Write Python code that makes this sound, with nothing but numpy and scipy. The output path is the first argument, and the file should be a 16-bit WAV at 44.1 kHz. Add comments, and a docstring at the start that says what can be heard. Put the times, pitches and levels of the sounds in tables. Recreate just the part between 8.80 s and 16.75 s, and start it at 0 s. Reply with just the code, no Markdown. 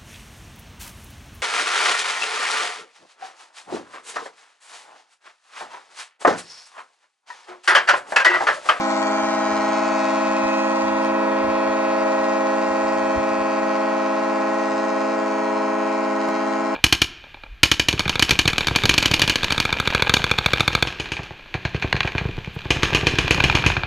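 """From the start, a three-trumpet air horn holds one long chord on a tour boat crossing a lake.
Each trumpet sounds a stack of pure tones (partials); in the loud air they breed sum tones and steepen into
rasping shocks that scatter off the deck, while compressed air rushes underneath. The listener turns and the
treble moves in from the left. A breeze gusts on the microphone, and at 2.2 s a sleeve brushes by. The blast
slowly loses its edge. The whole sound skips for an instant at 7.5 s, with a tick and a dull knock."""
import sys
import numpy as np
from scipy import signal
from scipy.fft import rfft, irfft, next_fast_len
from scipy.io import wavfile
from scipy.ndimage import map_coordinates

SR = 44100
rng = np.random.default_rng(int(sys.argv[2]) if len(sys.argv) > 2 else 0)


def unload_audio(sound):
    """Save the sound as a 16-bit wav file, at the path given as the first command line argument."""
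    columns = np.transpose(np.atleast_2d(sound))
    # keep every value between -1 and 1, then stretch to whole-number steps
    steps = np.round(np.clip(columns, -1, 1) * 32767)
    wavfile.write(sys.argv[1], SR, steps.astype(np.int16))


N = 350595
TIME = np.arange(N) / SR


def from_db(db):
    """Turn decibels into a number to multiply by."""
    return np.exp(np.asarray(db) * (np.log(10) / 20))


def rms_one(x):
    """Scale a sound so that its average power is 1."""
    return x / np.sqrt(np.mean(x ** 2) + 1e-20)


def in_time(rows):
    """Join a table's points with straight lines: one value per sample for each column after the time."""
    times, *columns = np.transpose(rows)
    return [np.interp(TIME, times, column) for column in columns]


def swing(curve):
    """How many dB a level curve lies above its own average power, at every sample."""
    db, = in_time(curve)
    return db - 10 * np.log10(np.mean(from_db(db) ** 2))


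def pan(balance_db):
    """Left and right gains that keep the average power; a positive balance favours the left."""
    return rms_one(from_db([[balance_db / 2], [-balance_db / 2]]))


def drift(rate):
    """A smooth random wobble of typical size 1 that changes about `rate` times a second."""
    pole = np.exp(-200 * np.pi * rate / SR)
    noise = rng.standard_normal(N // 100 + 2002)   # one value per 100 samples, plus a run-up
    slow = signal.lfilter([1], [1, -2 * pole, pole * pole], noise)[2000:]
    return np.interp(np.arange(N) / 100, np.arange(len(slow)), rms_one(slow))


def coloured(x, spectrum):
    """Turn each frequency up or down as a table says, then scale to power 1."""
    size = next_fast_len(N)
    hz, db = np.transpose(spectrum)
    bin_hz = np.maximum(np.arange(size // 2 + 1) * SR / size, 1)
    gain = from_db(np.interp(np.log(bin_hz), np.log(hz), db))
    return rms_one(irfft(rfft(x, size) * gain, size)[..., :N])


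def stereo_noise(likeness):
    """Hiss for two ears: unrelated at likeness 0, the same at 1."""
    mid, side = rng.standard_normal((2, N))
    return np.sqrt(1 + likeness) * mid + np.sqrt(1 - likeness) * side * np.array([[1], [-1]])


# gusts and lulls: t/s, relative level/dB
BREEZE_LEVEL = [(0.0, -61), (0.04, -60), (1.63, -59), (1.65, -34), (1.74, -74), (1.85, -57), (2.0, -79),
                (2.04, -57), (2.31, -52), (2.4, -67), (2.66, -44), (2.73, -50), (3.04, -55.5), (3.14, -62),
                (3.25, -47), (3.3, -63), (4.35, -56), (4.38, -41), (4.44, -60), (4.71, -54), (4.75, -68),
                (5.85, -66), (5.9, -55), (6.07, -65), (6.97, -62.5), (7.02, -82), (7.08, -70), (7.9, -68)]
# the breeze's deep tone: f/Hz, relative level/dB
BREEZE_COLOUR = [(15, 4), (30, -9), (60, 13), (100, 7), (160, -10), (400, -24.5), (1000, -65), (4000, -110)]

def breeze(eddy_db=4, eddies_per_s=8):
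    """Wind bumps against the microphone; little swirls make it flicker at random."""
    gust_db, = in_time(BREEZE_LEVEL)
    flow = from_db(gust_db + 1.5 + eddy_db * drift(eddies_per_s))
    return flow * pan(balance_db=2.5) * coloured(stereo_noise(likeness=0.066), BREEZE_COLOUR)


# how loud the gusts rumble: t/s, level/dB
RUMBLE_LEVEL = [(0, -76), (1.9, -68), (2.2, -53), (2.7, -54), (3.3, -67), (4.0, -56), (4.4, -46.5),
                (5.0, -58), (5.5, -80), (7.9, -78)]
# the rumble's tone: f/Hz, relative level/dB
RUMBLE_COLOUR = [(60, -21), (120, 0.5), (170, 5), (300, -11), (1000, -74), (4000, -110)]

def gust_rumble():
    """The stronger gusts also rumble just below the chord."""
    db, = in_time(RUMBLE_LEVEL)
    return from_db(db) * coloured(stereo_noise(likeness=0.14), RUMBLE_COLOUR)


def bursts(peaks, fade_s):
    """A loudness curve that rises to each (time, dB) peak and falls away just as fast."""
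    return sum(from_db(db) * np.exp(-np.abs(TIME - at_s) / fade_s) for at_s, db in peaks)


# the sleeve's swish and its two ticks: t/s, level/dB
SLEEVE_SWISH = [(2.235, -46)]
SLEEVE_TICKS = [(2.248, -30), (2.258, -36)]
# the tone of cloth: f/Hz, relative level/dB
CLOTH_COLOUR = [(2000, -11), (4500, -3.5), (7500, -17), (10000, -18), (11500, -70)]

def sleeve():
    """Cloth brushes by, a little to the right, and ticks softly as it passes."""
    swish = bursts(SLEEVE_SWISH, fade_s=.033) * coloured(stereo_noise(likeness=0.89), CLOTH_COLOUR)
    ticks = bursts(SLEEVE_TICKS, fade_s=.0009) * coloured(stereo_noise(likeness=0.49), CLOTH_COLOUR)
    return pan(balance_db=-2.0) * swish + ticks


SKIP_S = 7.489

def skip(phases, jump_cycles=(-.06, .15, .18)):
    """The sound skips for an instant: all three notes jump by part of a cycle, heard as a tick."""
    return [phase + 2 * np.pi * jump * (TIME > SKIP_S) for phase, jump in zip(phases, jump_cycles)]


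# the knock's dull tone: f/Hz, relative level/dB
KNOCK_COLOUR = [(30, -22), (120, -14), (250, 0), (600, -2), (1300, -10), (3000, -40), (12000, -80)]

def knock(level_db=-27):
    """A soft, dull knock is heard as the whole sound skips."""
    return bursts([(SKIP_S, level_db)], fade_s=.003) * coloured(stereo_noise(likeness=0.9), KNOCK_COLOUR)


# the tone of the rushing air: f/Hz, relative level/dB
AIR_COLOUR = [(100, -30), (190, 0), (450, -1), (620, 1.5), (730, -3), (1000, -.5), (1400, -9), (2100, -16),
              (2650, -13.5), (3000, -23.5), (4400, -21.5), (6500, -22.5), (8500, -28), (10000, -31),
              (11300, -55), (12500, -85)]

def rushing_air(rasp_swing_db, level_db=-37, follows=0.29):
    """Compressed air rushes under the chord, partly following the rasp's rise and fall."""
    rush = coloured(stereo_noise(likeness=0.034), AIR_COLOUR)
    return from_db(level_db + follows * rasp_swing_db) * rush


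# the echo off a hard surface nearby: delay/s, relative level/dB
DECK_ECHOES = [(.0023, -12.5)]

def deck(x, ring_s=0.048, tail_count=4, sways_per_s=15):
    """Add a close echo and a blur of echoes off rails and cabin, whose paths sway with the moving air."""
    age = TIME[:SR // 8]
    out = x + sum(from_db(db) * np.interp(TIME - delay, TIME, x, left=0) for delay, db in DECK_ECHOES)
    shares = np.array([drift(sways_per_s) for _ in range(tail_count)])
    for share in shares / np.linalg.norm(shares, axis=0):
        tail = rng.standard_normal((2, len(age))) * from_db(-60 * age / ring_s)
        tail /= np.linalg.norm(tail, axis=1, keepdims=True)
        out = out + share * signal.oaconvolve(x[None], tail, axes=1)[:, :N]
    return out


def rail(x, echo_db=-10, delay_s=.0009, sway_s=.00008):
    """Add the rail's weak echo; its path changes as the listener moves, shifting the tone. Power 1."""
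    echo = [np.interp(TIME - delay_s - sway_s * drift(.5), TIME, side, left=0) for side in x]
    return rms_one(x + from_db(echo_db) * np.array(echo))


def shocks(phase, strength):
    """One sharp jolt of pressure per cycle, shared between the two nearest samples."""
    cycles = phase / (2 * np.pi)
    whole_cycles = np.arange(np.ceil(cycles[0]), cycles[-1])
    position = np.interp(whole_cycles, np.maximum.accumulate(cycles), np.arange(N))
    position = position[position < N - 1]
    sample, fraction = position.astype(int), position % 1
    out = np.zeros(N)
    out[sample] = strength[sample] * (1 - fraction)
    out[sample + 1] = strength[sample] * fraction
    return out


# the rasp's bright tone: f/Hz, relative level/dB
RASP_COLOUR = [(1000, -36), (1700, 19), (2500, 16.5), (2950, 10), (3400, 5.5), (4400, 12.5), (5500, 5.5),
               (6600, 8.5), (7600, 2), (8400, 0.5), (10000, -41.5), (11300, -54), (12500, -75.5)]

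def rasp(low, middle, push, level_db=-40.5, throb_db=5.5, rough_db=1.2, middle_db=-14):
    """Shocks buzz and echo; the low trumpet's grow when they ride a pressure crest of the other two."""
    wavering_gain = from_db(level_db + .25 * drift(5.5))
    strength = from_db(throb_db * push + rough_db * drift(70))
    low_shocks = shocks(low + .006 * drift(25), strength)
    middle_shocks = from_db(middle_db) * shocks(middle, from_db(rough_db * drift(30)))
    return wavering_gain * rail(coloured(deck(low_shocks + middle_shocks), RASP_COLOUR))


# the low trumpet's highest partials: multiple of its pitch, relative level/dB at the start, at the end
BLARE_PARTIALS = [(14, -56.5, -63.5), (15, -56, -58), (16, -50.5, -68), (17, -60, -69.5), (18, -51.5, -71),
                  (19, -67.5, -71.5), (20, -58, -65), (21, -66, -68), (22, -65.5, -67), (23, -69, -83.5),
                  (24, -58, -67), (25, -74, -63.5), (26, -59, -68.5), (28, -63, -79.5), (29, -67, -69.5),
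                  (30, -64.5, -75.5), (31, -56, -61), (33, -77, -74)]

def blare(phase, flutter_db=2.0, trim_db=-0.7):
    """The brassy edge: high partials that stand above the rasp and shimmer in the moving air."""
    out = np.zeros((2, N))
    for multiple, start_db, end_db in BLARE_PARTIALS:
        db = np.linspace(start_db, end_db, N) + trim_db + flutter_db * drift(4)
        angle = multiple * phase + .5 * drift(5) + .8 * rng.standard_normal((2, 1))
        roughness = 1 + .2 * drift(22)
        out += np.sqrt(2) * from_db(db) * roughness * np.cos(angle)
    return out


# how the rasp and the sizzle on top of it fade: t/s, relative level/dB
RASP_LEVEL = [(0.05, -39), (1.1, -40), (2.0, -39.5), (2.4, -42), (2.65, -40), (3.3, -40.5), (4.1, -42.5),
              (5.0, -41.5), (6.0, -43), (7.05, -44.5), (7.65, -41.5), (7.9, -43.5)]
SIZZLE_LEVEL = [(0.05, -32), (1.0, -34), (2.0, -35), (2.45, -57), (3.3, -40), (4.0, -37), (5.3, -44.5),
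                (5.9, -38), (7.05, -43), (7.65, -41), (7.9, -41)]
# where the treble sits as the listener turns: t/s, left over right/dB
TREBLE_SIDE = [(0, 7), (.6, 4), (1.3, 4.5), (1.8, 0), (2.3, 1.5), (2.7, 1), (4, 2), (7.9, 1.5)]

def treble(buzz, brass, sizzle_hz=5060):
    """The rasp fades, its sizzle faster; with the blare they move from the left towards the centre."""
    sizzle = signal.sosfiltfilt(signal.butter(3, sizzle_hz, "high", fs=SR, output="sos"), buzz)
    faded = from_db(swing(RASP_LEVEL)) * (buzz - sizzle) + from_db(swing(SIZZLE_LEVEL)) * sizzle
    side_db, = in_time(TREBLE_SIDE)
    return from_db(np.array([side_db, -side_db]) / 2) * (faded + brass)


# how the partials weaken during the blast: t/s, relative level/dB
PARTIAL_FADE = [(0.55, -36.5), (1.59, -35.5), (2.0, -36.5), (5.17, -37.5), (6.7, -39), (7.9, -38.5)]

def fading(phase, full_fade_hz=2390):
    """A partial's change of level in dB: the higher it is, the more it fades."""
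    hz = (phase[-1] - phase[0]) / (2 * np.pi * TIME[-1])
    return swing(PARTIAL_FADE) * (hz / full_fade_hz) ** 0.11


# the pitches that add up to each sum tone: multiple of the low, of the middle, of the high trumpet
SUM_RECIPES = [(1, 1, 0), (0, 1, 1), (2, 2, 0), (3, 2, 0), (3, 0, 2), (4, 2, 0), (4, 0, 2)]
# each sum tone before fading and flutter: level/dB
SUM_LEVELS = [-52.5, -69, -43.5, -54.5, -48.5, -53, -53.5]

def sum_tones(phases, flutter_db=5.5):
    """Partials of two trumpets mix in the loud air and sound at the sum of their pitches."""
    out = np.zeros((2, N))
    for phase, db in zip(np.dot(SUM_RECIPES, phases), SUM_LEVELS):
        height = np.sqrt(2) * from_db(db + fading(phase) + flutter_db * drift(1.5))
        out += height * np.cos(phase + .6 * rng.standard_normal((2, 1)))
    return out


# how much sooner the left ear hears the horn: t/s, head start/s
LEFT_HEAD_START = [(0, .00016), (.75, .00005), (1.25, -.00002), (1.8, -.00009), (2.6, -.00006),
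                   (4, -.00004), (5.3, -.00002), (6.6, .00001), (7.95, .00001)]

def listener_turn(x):
    """The listener turns, so the horn reaches one ear slightly before the other."""
    lead_s, = in_time(LEFT_HEAD_START)
    shift = lead_s * SR / 2
    return np.array([map_coordinates(side, [np.arange(N) + sign * shift], order=3, mode="nearest")
                     for side, sign in zip(x, (1, -1))])


# the three notes, creeping upwards: t/s, low f/Hz, middle f/Hz, high f/Hz
PITCHES = [(0, 211.3, 268.75, 328.05), (3, 211.57, 268.82, 328.8), (7.95, 211.85, 268.9, 329.6)]

def diaphragms(waver_hz=0.079):
    """A disc vibrates in each trumpet; gives each one's phase (cycles so far, in radians)."""
    return [2 * np.pi * np.cumsum(hz + waver_hz * drift(3.75)) / SR for hz in in_time(PITCHES)]


def trumpet(phase, partials, swells, flutter_db=.7, shimmer=.05):
    """A stack of partials fluttering in the moving air; some swell on their own, the rest fade together."""
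    out = np.zeros((2, N))
    for multiple, db, balance_db, lead in partials:
        change_db = swing(swells[multiple]) if multiple in swells else fading(multiple * phase)
        flutter = from_db(flutter_db * np.sqrt(multiple) / 2 * np.array([drift(1.7), drift(2.7)]))
        roughness = 1 + shimmer * multiple / 2 * drift(63)   # from the air stream
        height = np.sqrt(2) * from_db(db + change_db) * flutter * roughness
        angle = multiple * phase + 0.28 * rng.standard_normal()
        out += height * pan(balance_db) * np.sin(angle + np.array([[lead], [-lead]]) / 2)
    return out


# each trumpet's partials: multiple of its pitch, average level/dB, left over right/dB, left lead/radians
LOW_PARTIALS = [(1, -33.7, -1.2, -0.2), (2, -37.4, 1.9, -0.1), (3, -28.7, 14.9, -1.3),
                (4, -32.4, -3.3, -0.2), (5, -33.2, 3.1, 0.3), (6, -37.6, 2.1, -0.5), (7, -38.0, 0.2, -0.5),
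                (8, -43.4, -1.1, -0.3), (9, -41.0, 0.5, -0.1), (10, -47.6, 2.7, -1.3),
                (11, -43.4, 1.3, -1.1), (12, -43.0, 0.0, -0.4), (13, -51.9, -2.1, -0.3)]
MIDDLE_PARTIALS = [(1, -31.7, -0.2, -0.3), (2, -28.3, -8.1, -1.0), (3, -31.5, -4.6, -0.9),
                   (4, -36.0, 2.5, 0.1), (5, -40.3, 5.2, -0.5), (6, -45.0, 0.2, -0.8),
                   (7, -44.8, 0.9, -0.2), (8, -52.4, 2.5, -0.7), (9, -58.0, -1.3, -0.3),
                   (10, -55.9, 2.6, -0.0), (12, -62, 1, 0)]
HIGH_PARTIALS = [(1, -30.4, -2.8, 0.3), (2, -32.6, 8.9, -1.0), (3, -35.4, -1.1, 0.1), (4, -41.0, 2.5, -0.1),
                 (5, -58.5, -1.2, -0.1)]
# each trumpet's lowest partial swells and sinks as the listener turns: t/s, relative level/dB
BASE_SWELL = [(0.05, -28), (0.53, -28), (2.3, -26.5), (3.0, -28.5), (6.41, -29), (7.9, -28.5)]
# swells of single partials, named by trumpet and multiple: t/s, relative level/dB
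LOW_2ND = [(0.05, -61), (0.27, -33.5), (0.64, -47.5), (0.7, -33), (1.88, -55), (2.39, -33), (5.3, -35),
           (6.83, -29), (7.9, -33)]
LOW_3RD = [(0.05, -48), (0.07, -34), (1.32, -33), (2.02, -37.5), (3.28, -33), (7.77, -36.5), (7.9, -35.5)]
LOW_9TH = [(0.05, -40), (0.75, -41.5), (1.67, -41.5), (4.05, -41), (5.51, -43.5), (5.87, -40.5),
           (6.02, -44), (7.9, -46)]
LOW_12TH = [(0.05, -50.5), (0.9, -38.5), (1.75, -28.5), (2.0, -37), (4.7, -37.5), (5.1, -41), (7.9, -43.5)]
MIDDLE_2ND = [(0.05, -32.5), (0.62, -35.5), (1.88, -27), (3.44, -25.5), (7.39, -31), (7.9, -33.5)]
MIDDLE_3RD = [(0.05, -31.5), (0.84, -31.5), (2.24, -35), (2.96, -35), (3.05, -32.5), (7.37, -36),
              (7.9, -35)]

def air_horn(phases, bell_cut_hz=150):
    """Three trumpets sound a chord so loud that their waves push on one another and rasp."""
    low, middle, high = phases
    # sound runs faster on a pressure crest: the upper trumpets' octaves push the low one's waves about
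    push = np.cos(2 * middle) + .12 * np.cos(2 * high)
    nudged_low = low + .017 * push
    low_swells = {1: BASE_SWELL, 2: LOW_2ND, 3: LOW_3RD, 9: LOW_9TH, 12: LOW_12TH}
    chord = (trumpet(nudged_low, LOW_PARTIALS, low_swells)
             + trumpet(middle, MIDDLE_PARTIALS, {1: BASE_SWELL, 2: MIDDLE_2ND, 3: MIDDLE_3RD})
             + trumpet(high, HIGH_PARTIALS, {1: BASE_SWELL})
             + sum_tones(phases))
    # the trumpets' flared ends give out nothing far below their lowest note
    chord = signal.sosfiltfilt(signal.butter(6, bell_cut_hz, "high", fs=SR, output="sos"), chord)
    buzz = rasp(low + .03 * push, middle, push)
    return chord + treble(buzz, blare(nudged_low))


def scene():
    """Breeze, a sleeve, rushing air and the horn; near the end the sound skips with a tick and a knock."""
    phases = skip(diaphragms())
    horn = listener_turn(air_horn(phases))
    return breeze() + gust_rumble() + sleeve() + knock() + rushing_air(swing(RASP_LEVEL)) + horn


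def record(dry, cutoff_hz=16000):
    """Cut away the very highest treble."""
    return signal.sosfilt(signal.ellip(10, .1, 80, cutoff_hz, fs=SR, output="sos"), dry)


dry = scene()
out = record(dry)
unload_audio(out)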